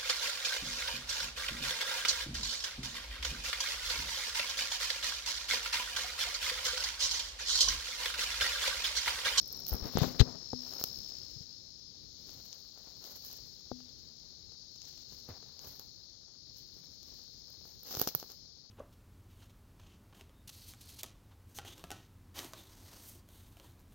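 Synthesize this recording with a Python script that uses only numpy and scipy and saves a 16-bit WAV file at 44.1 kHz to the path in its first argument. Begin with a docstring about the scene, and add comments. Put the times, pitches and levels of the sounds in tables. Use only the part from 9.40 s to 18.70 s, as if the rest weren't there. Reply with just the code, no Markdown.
"""Twigs snap and fingers tap close to a small two-microphone recorder carried slowly through a wood of insects.
Clicks ring its ports and body; knocks swing the diaphragm, a finger rubs, leaves rustle in tiny cracks.
A near cricket's falling wing strokes stop early; a far chorus of trilling noise bands hisses on the left.
The left port favours 4-6 kHz, the right one 14 kHz; a low noise of the air lies under it all."""
import sys
import numpy as np
from scipy import signal
from scipy.fft import rfft, irfft, next_fast_len
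from scipy.io import wavfile

SR = 44100
rng = np.random.default_rng(int(sys.argv[2]) if len(sys.argv) > 2 else 0)


def volts_from_db(level):
    """Convert decibel levels to linear amplitude ratios."""
    exponent = np.asarray(level, float) / 20
    return 10 ** exponent


def store_wav(level_fs):
    """Save 16-bit WAV to argv[1]."""
    pcm = np.round(np.clip(np.atleast_2d(level_fs), -1, 1) * 32767)
    wavfile.write(sys.argv[1], SR, pcm.T.astype(np.int16))


N = 410126
TIME_S = np.arange(N) / SR


def unit(x):
    """Scale so that the mean of the channels has rms 1."""
    return x / np.sqrt(np.mean(np.mean(np.atleast_2d(x), axis=0) ** 2) + 1e-24)


def in_time(rows):
    """Columns of a table as curves, one value a sample."""
    s, *columns = np.transpose(rows)
    return [np.interp(TIME_S, s, column) for column in columns]


def colour(x, spectrum, low_hz=0, high_hz=SR):
    """Give each channel its spectrum; the mean of both has rms 1 between low_hz and high_hz."""
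    size = next_fast_len(N)
    hz = np.arange(size // 2 + 1) * SR / size + 1e-3   # the offset keeps the logarithm finite
    at, left, right = np.transpose(spectrum)
    gain_db = [np.interp(np.log(hz), np.log(at), side, left=-120, right=-120) for side in (left, right)]
    shaped = rfft(x, size) * volts_from_db(gain_db)
    inside = (hz > low_hz) & (hz < high_hz)
    power = 2 * np.sum(abs(shaped.mean(axis=0)[inside]) ** 2) / size / N
    return irfft(shaped, size)[:, :N] / np.sqrt(power)


def drift(rate_hz):
    """Slow chance of spread 1: noise through two equal low-pass poles, drawn every 40 samples."""
    r = np.exp(-80 * np.pi * rate_hz / SR)
    slow = signal.lfilter([1], [1, -2 * r, r * r], rng.standard_normal(N // 40 + 2002))[2000:]
    return np.interp(np.arange(N) / 40, np.arange(len(slow)), slow / slow.std())


def pair(alike):
    """Two white noises that share a part."""
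    mid, side = rng.standard_normal((2, N))
    alike = np.clip(alike, 0, 1)
    return np.sqrt(1 + alike) * mid + np.sqrt(1 - alike) * side * [[1], [-1]]


def click_train(times, db):
    """One sample a click."""
    clicks = np.full(N, 1e-18)
    clicks[(np.asarray(times) * SR).astype(int)] = volts_from_db(db)
    return clicks


def ring(clicks, modes):
    """Clicks set every mode ringing as a decaying sine; neighbouring modes start with opposite signs."""
    out = 0
    for k, (hz, db, t60) in enumerate(modes):
        r = volts_from_db(-60 / (t60 * SR))
        w = 2 * np.pi * hz / SR
        strike = (-1) ** k * volts_from_db(db) * np.sin(w)
        out = out + signal.lfilter([0, strike], [1, -2 * r * np.cos(w), r * r], clicks)
    return out


def swells(s, levels_db, rise_s, fall_s):
    """Each row swells to its levels and dies away; overlapping rows add in power. One dB curve per level."""
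    t = np.arange(0, N / SR, .001)
    late = t - np.array(s)[:, None]
    loss_db = 20 * np.maximum(-late / np.array(rise_s)[:, None], late / np.array(fall_s)[:, None])
    curves = []
    for db in levels_db:
        power = np.sum(volts_from_db(2 * (db[:, None] - loss_db)), axis=0)
        curves.append(np.interp(TIME_S, t, 10 * np.log10(power + 1e-12)))
    return curves


TICKS_PER_S = 30   # small ticks scattered through the rustle
# above the swish, per level column of a snap; full width of the chance about it
TICK_DB, TICK_RANGE_DB = (14, 15, 10, 8), 16


def ticks(swish_db):
    """Small snaps at random moments, stronger where the rustle around them is stronger."""
    chance = rng.random((int(TICKS_PER_S * N / SR), 5))
    s = chance[:, 0] * (N - 1) / SR
    crisp_db, mids_db, dull_db = swish_db[:, (s * SR).astype(int)]
    around_db = np.transpose([crisp_db, mids_db, dull_db, dull_db])
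    db = around_db + TICK_DB + TICK_RANGE_DB * (chance[:, 1:] - .5)
    return np.column_stack([s, db])


# the clearest snaps, and taps on the casing, close to the microphones:
# (time [s], right port treble peak [dB], left port mids peak [dB],
# relative body level left [dB], relative body level right [dB])
SNAPS_AND_TAPS = [(0.0174, -36, -46, -60, -66), (0.0576, -38, -42, -69, -64), (0.079, -28, -48, -62, -65),
                  (0.1264, -22.5, -46, -53, -49), (0.1696, -33.5, -48, -61, -61),
                  (0.2666, -24, -25, -43, -52), (0.2813, -20, -40, -56, -57), (0.2871, -21, -34, -53, -57),
                  (0.294, -17, -42, -44, -61), (0.2992, -23, -45, -45, -61), (0.3196, -32, -40, -42, -34),
                  (0.3292, -25, -42, -24, -30), (0.336, -22, -43, -50, -51), (0.3433, -30, -42, -24, -43),
                  (0.353, -25.5, -43, -57, -58), (0.4589, -39, -51, -44, -34),
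                  (0.5724, -43, -19, -8.5, -31), (0.585, -20, -42, -36, -19),
                  (0.6204, -40.5, -27, -28, -32), (0.6344, -46, -25, -19.5, -44),
                  (0.7954, -43.5, -20, -19, -40), (0.8026, -43.5, -24, -26, -33),
                  (0.813, -50, -22, -14, -32), (1.1321, -53, -75, -15, -39), (1.336, -36.5, -31, -36, -43),
                  (1.414, -37, -38, -27.5, -30), (1.4393, -13, -15, -26.5, -29),
                  (1.5871, -38, -34, -58.5, -65), (2.8932, -45, -34, -43, -49),
                  (3.1286, -53, -27.5, -59, -62), (3.3761, -58, -39, -46.5, -47),
                  (3.6412, -36, -30.5, -55, -52), (3.8488, -34, -35, -55, -63),
                  (3.8627, -33, -45, -64, -62), (3.9135, -34, -35, -50, -53),
                  (3.9303, -30.5, -38, -64, -62), (4.3162, -61, -72, -17, -32),
                  (4.4051, -63, -40.5, -43.5, -51), (5.1215, -56, -40.5, -48, -54),
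                  (5.3607, -49, -37, -55, -51.5), (5.4178, -54, -31.5, -55, -73),
                  (5.5773, -55, -37, -58, -63), (5.7232, -52, -39, -50, -50.5),
                  (5.8888, -41, -60, -34, -37), (5.897, -54, -45, -40, -42), (6.0274, -60, -39, -45, -47),
                  (6.192, -47, -31, -51, -51), (6.2448, -49, -41, -50, -50),
                  (6.3955, -30, -31.5, -48.5, -47), (7.1835, -40, -49, -69, -73.5),
                  (7.6307, -43, -36, -60, -63.5), (7.7937, -49, -47, -47.5, -56),
                  (8.1027, -41, -51, -63, -58), (8.254, -54, -51, -41, -44), (8.4327, -32, -46, -46, -57),
                  (8.5098, -32, -31, -41, -39), (8.5426, -40, -27, -43, -41),
                  (8.5507, -26.5, -21, -30, -31), (8.5702, -23, -26, -28, -28), (8.597, -16, -21, -29, -29),
                  (8.6152, -7, -18, -20.5, -21), (8.6222, -24, -39, -37, -35),
                  (8.6741, -16, -16.5, -19.5, -21.5), (8.6884, -30, -22, -49, -48),
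                  (8.7498, -8, -24.5, -27, -27), (8.7992, -38, -29.5, -48, -47),
                  (8.8279, -38, -34, -32.5, -33.5), (8.8404, -49, -50, -44, -45),
                  (8.8998, -48, -46, -48, -47), (8.9185, -33, -36, -62, -59)]
# what a snap or tap rings in either port and in the body: (frequency [Hz], relative level [dB], t60 [s])
RIGHT_PORT_TREBLE = [(12300, -5, 0.0019), (14444, 10, 0.002), (14620, 9, 0.0017)]
RIGHT_PORT_MIDS = [(3030, -7.5, 0.0038), (4460, -9, 0.0033), (6200, -9, 0.0026)]
LEFT_PORT_TREBLE = [(10800, -1.5, 0.0016), (13300, -1, .003), (15100, -15, .003)]
LEFT_PORT_MIDS = [(3510, 2, 0.002), (4260, 3.5, 0.0045), (5190, 8, 0.0038), (6530, 6, 0.0036)]
BODY_MODES = [(470, -2.5, 0.012), (768, -0.5, 0.0083), (1240, -1.5, 0.0057), (2630, -12, 0.0019)]
# mids this far under the body mark a fingertip tap, which is dull
SOFT_BELOW_DB, SOFT_CUT_HZ = -33, 1300


def snaps_and_taps(swish_db, treble_leak_db=-15, mids_leak_db=-22, splinter_db=-27, splinter_s=0.023,
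                   softness=0.05):
    """A click rings ports and body; a crackle follows it and dies by 60 dB in splinter_s; taps are dull."""
    s, treble_db, mids_db, left_db, right_db = np.transpose([*SNAPS_AND_TAPS, *ticks(swish_db)])
    fade = volts_from_db(-60 / (splinter_s * SR))
    crackle = volts_from_db(splinter_db) * rng.standard_normal((2, N)) * volts_from_db(3 * drift(300))

    def port(db, ear, modes, edges_hz):
        """The click through one port resonance; a lone click peaks at its own height."""
        cut = signal.butter(4, edges_hz, "band", fs=SR, output="sos")
        clicks = click_train(s, db)
        burst = clicks + signal.lfilter([0, 1], [1, -fade], clicks) * crackle[ear]
        height = abs(signal.sosfilt(cut, ring(np.eye(1, 400)[0], modes))).max()
        return signal.sosfilt(cut, ring(burst, modes)) / height

    left = port(treble_db + treble_leak_db, 0, LEFT_PORT_TREBLE, [9000, 16500])
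    left = left + port(mids_db, 0, LEFT_PORT_MIDS, [2000, 8500])
    right = port(treble_db, 1, RIGHT_PORT_TREBLE, [10500, 16500])
    right = right + port(mids_db + mids_leak_db, 1, RIGHT_PORT_MIDS, [2000, 8500])
    # a blow poor in mids is a soft contact and leaves the upper body modes quiet; each blow lands elsewhere
    tilt_db = softness * np.clip(mids_db - left_db, -45, 10)
    spot_db = rng.normal(0, 2, (len(s), len(BODY_MODES)))

    def struck(kind, side_db):
        """The body modes rung by one kind of blow."""
        out = 0
        for k, mode in enumerate(BODY_MODES):
            blow_db = side_db - 6.5 + k * k * tilt_db + spot_db[:, k]
            out = out + ring(click_train(s[kind], blow_db[kind]), [mode])
        return out

    soft = mids_db - left_db < SOFT_BELOW_DB
    hard = np.array([struck(~soft, db) for db in (left_db, right_db)])
    tap = np.array([struck(soft, db) for db in (left_db, right_db)])
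    dull = signal.butter(4, SOFT_CUT_HZ, fs=SR, output="sos")
    body = hard + signal.sosfilt(dull, tap)
    return np.array([left, right]) - signal.lfilter([.3], [1, -.7], body)


# knocks on casing and ground, at the microphones:
# (time [s], left push level [dB], right push level [dB], mean push frequency [Hz], swings [count])
KNOCK_BLOWS = [(.319, -24, -39, 60, 2.15), (0.342, -30, -44, 150, 0.79), (.42, -28, -43, 50, 0.81),
               (.454, -27.5, -40, 226, 1.05), (0.554, -17.5, -41, 169, 0.89), (.572, -24, -47, 200, 1.3),
               (0.585, -45, -24, 110, 0.96), (0.6163, -14.5, -39, 132, 1.7), (0.667, -27, -43, 130, 0.99),
               (0.803, -5, -34, 87.6, 1.16), (0.8141, -9.5, -36, 71.9, 0.88),
               (1.1315, -23.5, -29, 259, 1.04), (1.441, -47, -46, 131, 1.3), (1.962, -41, -70, 123, 2.2),
               (2.007, -38, -68, 124, 1.14), (4.3152, -27, -37, 273.5, 1.1), (5.888, -40, -41, 148, 1.24),
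               (5.898, -46, -44, 93, 3.6), (6.27, -51, -48, 100, 1.5), (8.573, -38, -37, 122, 1),
               (8.617, -48, -48, 150, 1.5), (8.671, -40, -39, 250, 1.1), (8.752, -45, -41.5, 133, 2.2)]
# the casing's hum: (frequency [Hz], relative level [dB], t60 [s])
CASING_MODES = [(250, -4, 0.5), (138, 3, .05), (460, 3, 0.03)]
REBOUND_S = .02   # a knock this soon after another pushes the other way


def knocks(slowing=0.92, skew=0.44, hum_db=-11, sharp=1.3):
    """A soft push swings the diaphragm, ever slower; knocks stronger on the left set the casing humming."""
    out, direction, last_s = np.zeros((2, N)), 1, -1
    for s, left_db, right_db, hz, swings in KNOCK_BLOWS:
        direction = -direction if s - last_s < REBOUND_S else 1
        last_s = s
        u = np.linspace(0, 1, int(swings * SR / hz))
        envelope = np.sin(np.pi * u ** skew) ** .5
        push = direction * np.sin(2 * np.pi * swings * u ** slowing) * envelope
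        at = round(s * SR)
        out[:, at:at + len(push)] += push / abs(push).max() * volts_from_db(np.array([[left_db], [right_db]]))
    s, left_db, right_db, hz = np.transpose([k[:4] for k in KNOCK_BLOWS if k[1] > k[2] + 3])
    sharp_db = sharp * 20 * np.log10(hz / CASING_MODES[0][0])   # quicker pushes hum more
    hum = ring(click_train(s + 1 / hz, left_db + hum_db + sharp_db), CASING_MODES)
    pushes = signal.sosfilt(signal.butter(2, SOFT_CUT_HZ, fs=SR, output="sos"), out)
    return pushes + hum * volts_from_db(np.array([[0], [-20.5]]))


# a finger slips by the left port, touching the recorder:
# (time [s], low drag level [dB], hiss level [dB], time to rise by 20 dB [s], time to die by 20 dB [s])
FINGER_RUBS = [(.2, -63.5, -88, 0.4, 0.7), (.33, -46, -58, 0.03, 0.11), (0.459, -45.5, -56, 0.09, 0.06),
               (.585, -52, -41, 0.06, 0.08), (.63, -32.5, -44, 0.0473, 0.07), (0.691, -44, -52, 0.12, 0.05),
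               (.75, -49, -75, 0.02, 0.09), (.797, -38, -28, .002, .025), (.805, -37, -25, .012, .013),
               (.813, -37, -33, .012, .003), (0.869, -46, -72.5, .08, 0.17)]
# spectra of drag and hiss: (frequency [Hz], relative left level [dB per Hz], relative right level [dB per Hz])
DRAG_SPECTRUM = [(40, -10, -22), (150, 9, -23.5), (500, 1.5, -20.5), (1230, -7.5, -34),
                 (2560, -25.5, -31.5)]
HISS_SPECTRUM = [(1450, -2, -30.5), (2500, -4.5, -36), (4200, 8.5, -41.5), (5500, -7, -44),
                 (6930, -10, -46), (8950, -28.5, -55.5), (11450, -23.5, -59), (14000, -18, -44),
                 (16000, -35.5, -46.5)]


def finger():
    """Skin sticks and slips: lumpy low drag and a more even hiss, strongest in the left port."""
    s, *levels_db, rise_s, fall_s = np.transpose(FINGER_RUBS)
    drag_db, hiss_db = swells(s, levels_db, rise_s, fall_s)
    drag = colour(pair(0.14) * volts_from_db(3.6 * drift(51)), DRAG_SPECTRUM)
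    hiss = colour(pair(0) * volts_from_db(2 * drift(120)), HISS_SPECTRUM)
    return volts_from_db(drag_db) * drag + volts_from_db(hiss_db) * hiss


# leaves and clothing near the microphones, one swish a row:
# (time [s], crisp treble level [dB], mids level [dB], dull body level [dB], time to die by 20 dB [s])
LEAF_SWISHES = [(.075, -68, -66, -75.5, 0.8), (.15, -63, -62, -69.5, 0.4), (0.201, -51, -55, -65, 0.01),
                (.294, -50.5, -52.5, -63.5, 0.11), (.339, -56, -64, -60, 0.11),
                (0.453, -59, -62, -56, 0.28), (.54, -61, -59, -63, 0.26), (0.628, -47.5, -42.5, -48, 0.13),
                (.765, -61, -61.5, -63, .1), (.9, -76, -60.5, -72, 1.5), (1.263, -60, -55.5, -63, 0.34),
                (1.35, -56, -57, -63, .15), (1.395, -54, -54, -60.5, .09), (1.447, -58, -59, -67, 0.4),
                (1.7, -70.5, -58, -73, 0.9), (2.918, -65, -61, -69.5, 0.74), (3.44, -72, -66, -71.5, 0.6),
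                (3.652, -57, -56, -64, 0.21), (3.76, -61, -62, -72, 0.26), (3.856, -57, -60, -70, 0.1),
                (3.921, -63, -58, -71, 0.44), (4.45, -78.5, -67.5, -78, 1.9),
                (5.472, -70.5, -60.5, -74.5, 0.63), (5.732, -64.5, -60.5, -71, 0.21),
                (5.905, -67, -67, -59.5, 0.16), (6.08, -77, -72, -71, 0.84),
                (6.246, -59.5, -61, -64.5, 0.28), (6.4, -61, -72, -70, .07), (7.174, -66, -61.5, -76, 0.15),
                (7.348, -73, -72, -80, 0.6), (7.7, -70.5, -65.5, -74, 0.68), (8.1, -73.5, -75, -73.5, 0.43),
                (8.281, -68, -68, -72.5, 0.37), (8.517, -47, -47.5, -55.5, 0.2664),
                (8.61, -47.5, -48, -54, 0.12), (8.683, -45, -44.5, -56, .045),
                (8.757, -48, -52.5, -59, .04), (8.8, -57, -59, -68, .12), (8.899, -61, -59.5, -67.5, .1)]
SWISH_RISE = 0.34   # share of the dying time
REST_DB = (-92, -85, -80)   # crisp, mid and dull rustle between the swishes


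def swishes():
    """Crisp, mid and dull level of the rustle as swishes swell and die away, never below rest."""
    s, *levels_db, fall_s = np.transpose(LEAF_SWISHES)
    return np.maximum(swells(s, levels_db, SWISH_RISE * fall_s, fall_s), np.array(REST_DB)[:, None])


# rustle through the ports: (frequency [Hz], relative left level [dB per Hz], relative right level [dB per Hz])
CRISP_SPECTRUM = [(6500, -50, -46), (8670, -39, -39.5), (10000, -33, -31.5), (11940, -15, -9.5),
                  (14240, -18, 2.5), (15300, -5, -3.5), (16200, -17, -3)]
MIDS_SPECTRUM = [(1430, -22.5, -16), (2380, -18, -24.5), (2990, -8.5, -17.5), (4300, 0.5, -15.5),
                 (5460, 4.5, -25), (6570, -3, -28), (7000, -4.5, -20), (8420, -27.5, -40)]
DULL_SPECTRUM = [(60, -15, -13.5), (250, -2.5, 0), (501, 4, 0.5), (900, -2.5, -3), (1410, -5.5, -9.5),
                 (2190, -12.5, -15), (3990, -18.5, -20)]


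def rustle(swish_db, grains_per_s=2700.0, spread_db=3.0, smooth=0.34):
    """Dense tiny cracks, coming in clumps, over a smooth swish; a duller body below."""
    crisp_db, mids_db, dull_db = swish_db
    clumps = volts_from_db(6.5 * drift(30))
    born = rng.random(N) < grains_per_s * clumps / SR
    height = volts_from_db(spread_db * np.minimum(rng.exponential(1, N), 5))
    cracks = unit(born * height * rng.choice([-1, 1], N))
    grains = np.array([np.roll(cracks, 5), cracks]) + smooth * pair(0)   # the ports lie a few cm apart
    dull = colour(pair(.5) * volts_from_db(3 * drift(40)) + .4 * grains, DULL_SPECTRUM, 500, 2200)
    crisp = colour(grains, CRISP_SPECTRUM)
    mids = colour(grains + 0.64 * pair(0), MIDS_SPECTRUM)
    return volts_from_db(crisp_db) * crisp + volts_from_db(mids_db) * mids + volts_from_db(dull_db) * dull


# one near cricket, by the left microphone: (time [s], typical peak level [dB], middle pitch [Hz])
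NEAR_CRICKET = [(0, -36.5, 5414), (.4, -34.5, 5364), (.55, -38.5, 5330), (.7, -42.5, 5156),
                (.83, -38, 5240), (.97, -40.5, 5220), (1.1, -34.5, 5250), (1.65, -34.5, 5244),
                (2.1, -45, 5180), (2.55, -50, 5250), (2.75, -61, 5160)]
CRICKET_RIGHT_DB, CRICKET_OVERTONE_DB = -36, -47   # right port against left; octave against fundamental
FRESH_PER_S, TIRED_PER_S, TIRING_S = 68, 56.6, (1.65, 1.95)   # wing strokes; it slows down as it fades


def cricket(fall_hz=723.0, duty=0.51, uneven_db=0.5):
    """Each wing stroke is a short tone that falls in pitch as the wing's file runs out."""
    peak_db, hz = in_time(NEAR_CRICKET)
    turn = .45 + np.cumsum(np.interp(TIME_S, TIRING_S, [FRESH_PER_S, TIRED_PER_S])) / SR
    stroke = np.clip((turn % 1 - .5) / duty, -.5, .5)
    chance = rng.standard_normal((int(turn[-1]) + 1, 2))[turn.astype(int)]   # pitch and level of each stroke
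    phase = 2 * np.pi * np.cumsum(hz - fall_hz * stroke + 40 * chance[:, 0]) / SR
    tone = np.sin(phase) + volts_from_db(CRICKET_OVERTONE_DB) * np.sin(2 * phase)
    level_db = peak_db + uneven_db * chance[:, 1] + 0.82 * drift(150)
    singing = TIME_S < NEAR_CRICKET[-1][0]
    near = np.cos(np.pi * stroke) * volts_from_db(level_db) * tone * singing
    return np.array([near, near * volts_from_db(CRICKET_RIGHT_DB)])


# far singers through the ports: (frequency [Hz], relative left level [dB per Hz],
# relative right level [dB per Hz])
CHORUS_SPECTRUM = [(2400, -47, -65), (3030, -20.5, -28), (3562, -10, -33.5), (4254, 3, -36), (5000, 1, -39),
                   (5480, 2.5, -20), (5630, -6.5, -36), (6530, -6.5, -32.5), (7480, -28, -47),
                   (7930, -41.5, -42), (8340, -63, -47.5)]


def chorus(level_db, depth=0.13, waver_db=0.76):
    """Groups of far singers, each in its own pitch band with its own trill rate and swell."""
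    edges, groups = np.geomspace(2200, 9000, 9), 0
    white = rng.standard_normal((2, 2, N))
    for k, (low, high) in enumerate(zip(edges, edges[1:])):
        trill = 1 + depth * np.sin(2 * np.pi * rng.uniform(45, 85) * TIME_S + 3 * drift(2.36))
        band = signal.sosfilt(signal.butter(2, [low, high], "band", fs=SR, output="sos"), white[k % 2])
        groups = groups + band * trill * volts_from_db(waver_db * drift(3.7))
    return volts_from_db(level_db) * colour(groups, CHORUS_SPECTRUM, 3500, 4600)


# air all around: (frequency [Hz], relative left level [dB per Hz], relative right level [dB per Hz])
AIR_SPECTRUM = [(32, 10.5, -0.5), (100, 0, 2), (250, -6, -6), (474, -12.5, -13.5), (874, -30, -33),
                (1430, -34, -32.5), (2130, -27, -30.5), (8800, -58, -50), (10600, -46, -40.5),
                (12800, -30.5, -46), (14000, -31, -51), (16200, -25.5, -30.5)]
AIR_LIKENESS = 0.2   # how far the two ports hear the same noise


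def air(level_db):
    """The wood's air: mostly low noise that wavers slowly, partly shared by the ports."""
    noise = volts_from_db(level_db + 1.5 * drift(6)) * colour(pair(AIR_LIKENESS), AIR_SPECTRUM, 40, 400)
    # the air's noise thins out below about 50 Hz
    return signal.sosfilt(signal.butter(2, 50, "high", fs=SR, output="sos"), noise)


# the wood around the recorder: (time [s], far chorus level [dB], low air level [dB])
WOOD_LEVELS = [(0.0, -58.5, -60), (0.49, -57, -55), (0.93, -58, -60.5), (1.53, -56, -60),
               (2.28, -60.5, -65), (2.9, -58.5, -61.5), (3.37, -60.5, -66.5), (3.75, -59, -64.5),
               (4.84, -61, -65), (5.54, -59.5, -64.5), (6.35, -60, -64.5), (6.89, -62.5, -67),
               (7.7, -60, -63), (8.31, -61.5, -65), (9.01, -62, -67), (9.3, -65, -69)]


def scene():
    """All sources, as the two ports pick them up."""
    chorus_db, air_db = in_time(WOOD_LEVELS)
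    swish_db = swishes()
    close = snaps_and_taps(swish_db) + knocks() + finger()
    return close + rustle(swish_db) + cricket() + chorus(chorus_db) + air(air_db)


def top_cut(x):
    """Nothing passes above the cut-off."""
    return signal.sosfilt(signal.butter(12, 16970, fs=SR, output="sos"), x)


def record(dry):
    """The recorder's first-order high-pass cuts the lowest bass."""
    mix = signal.sosfilt(signal.butter(1, 22, "high", fs=SR, output="sos"), dry)
    return top_cut(mix)


dry = scene()
out = record(dry)
store_wav(out)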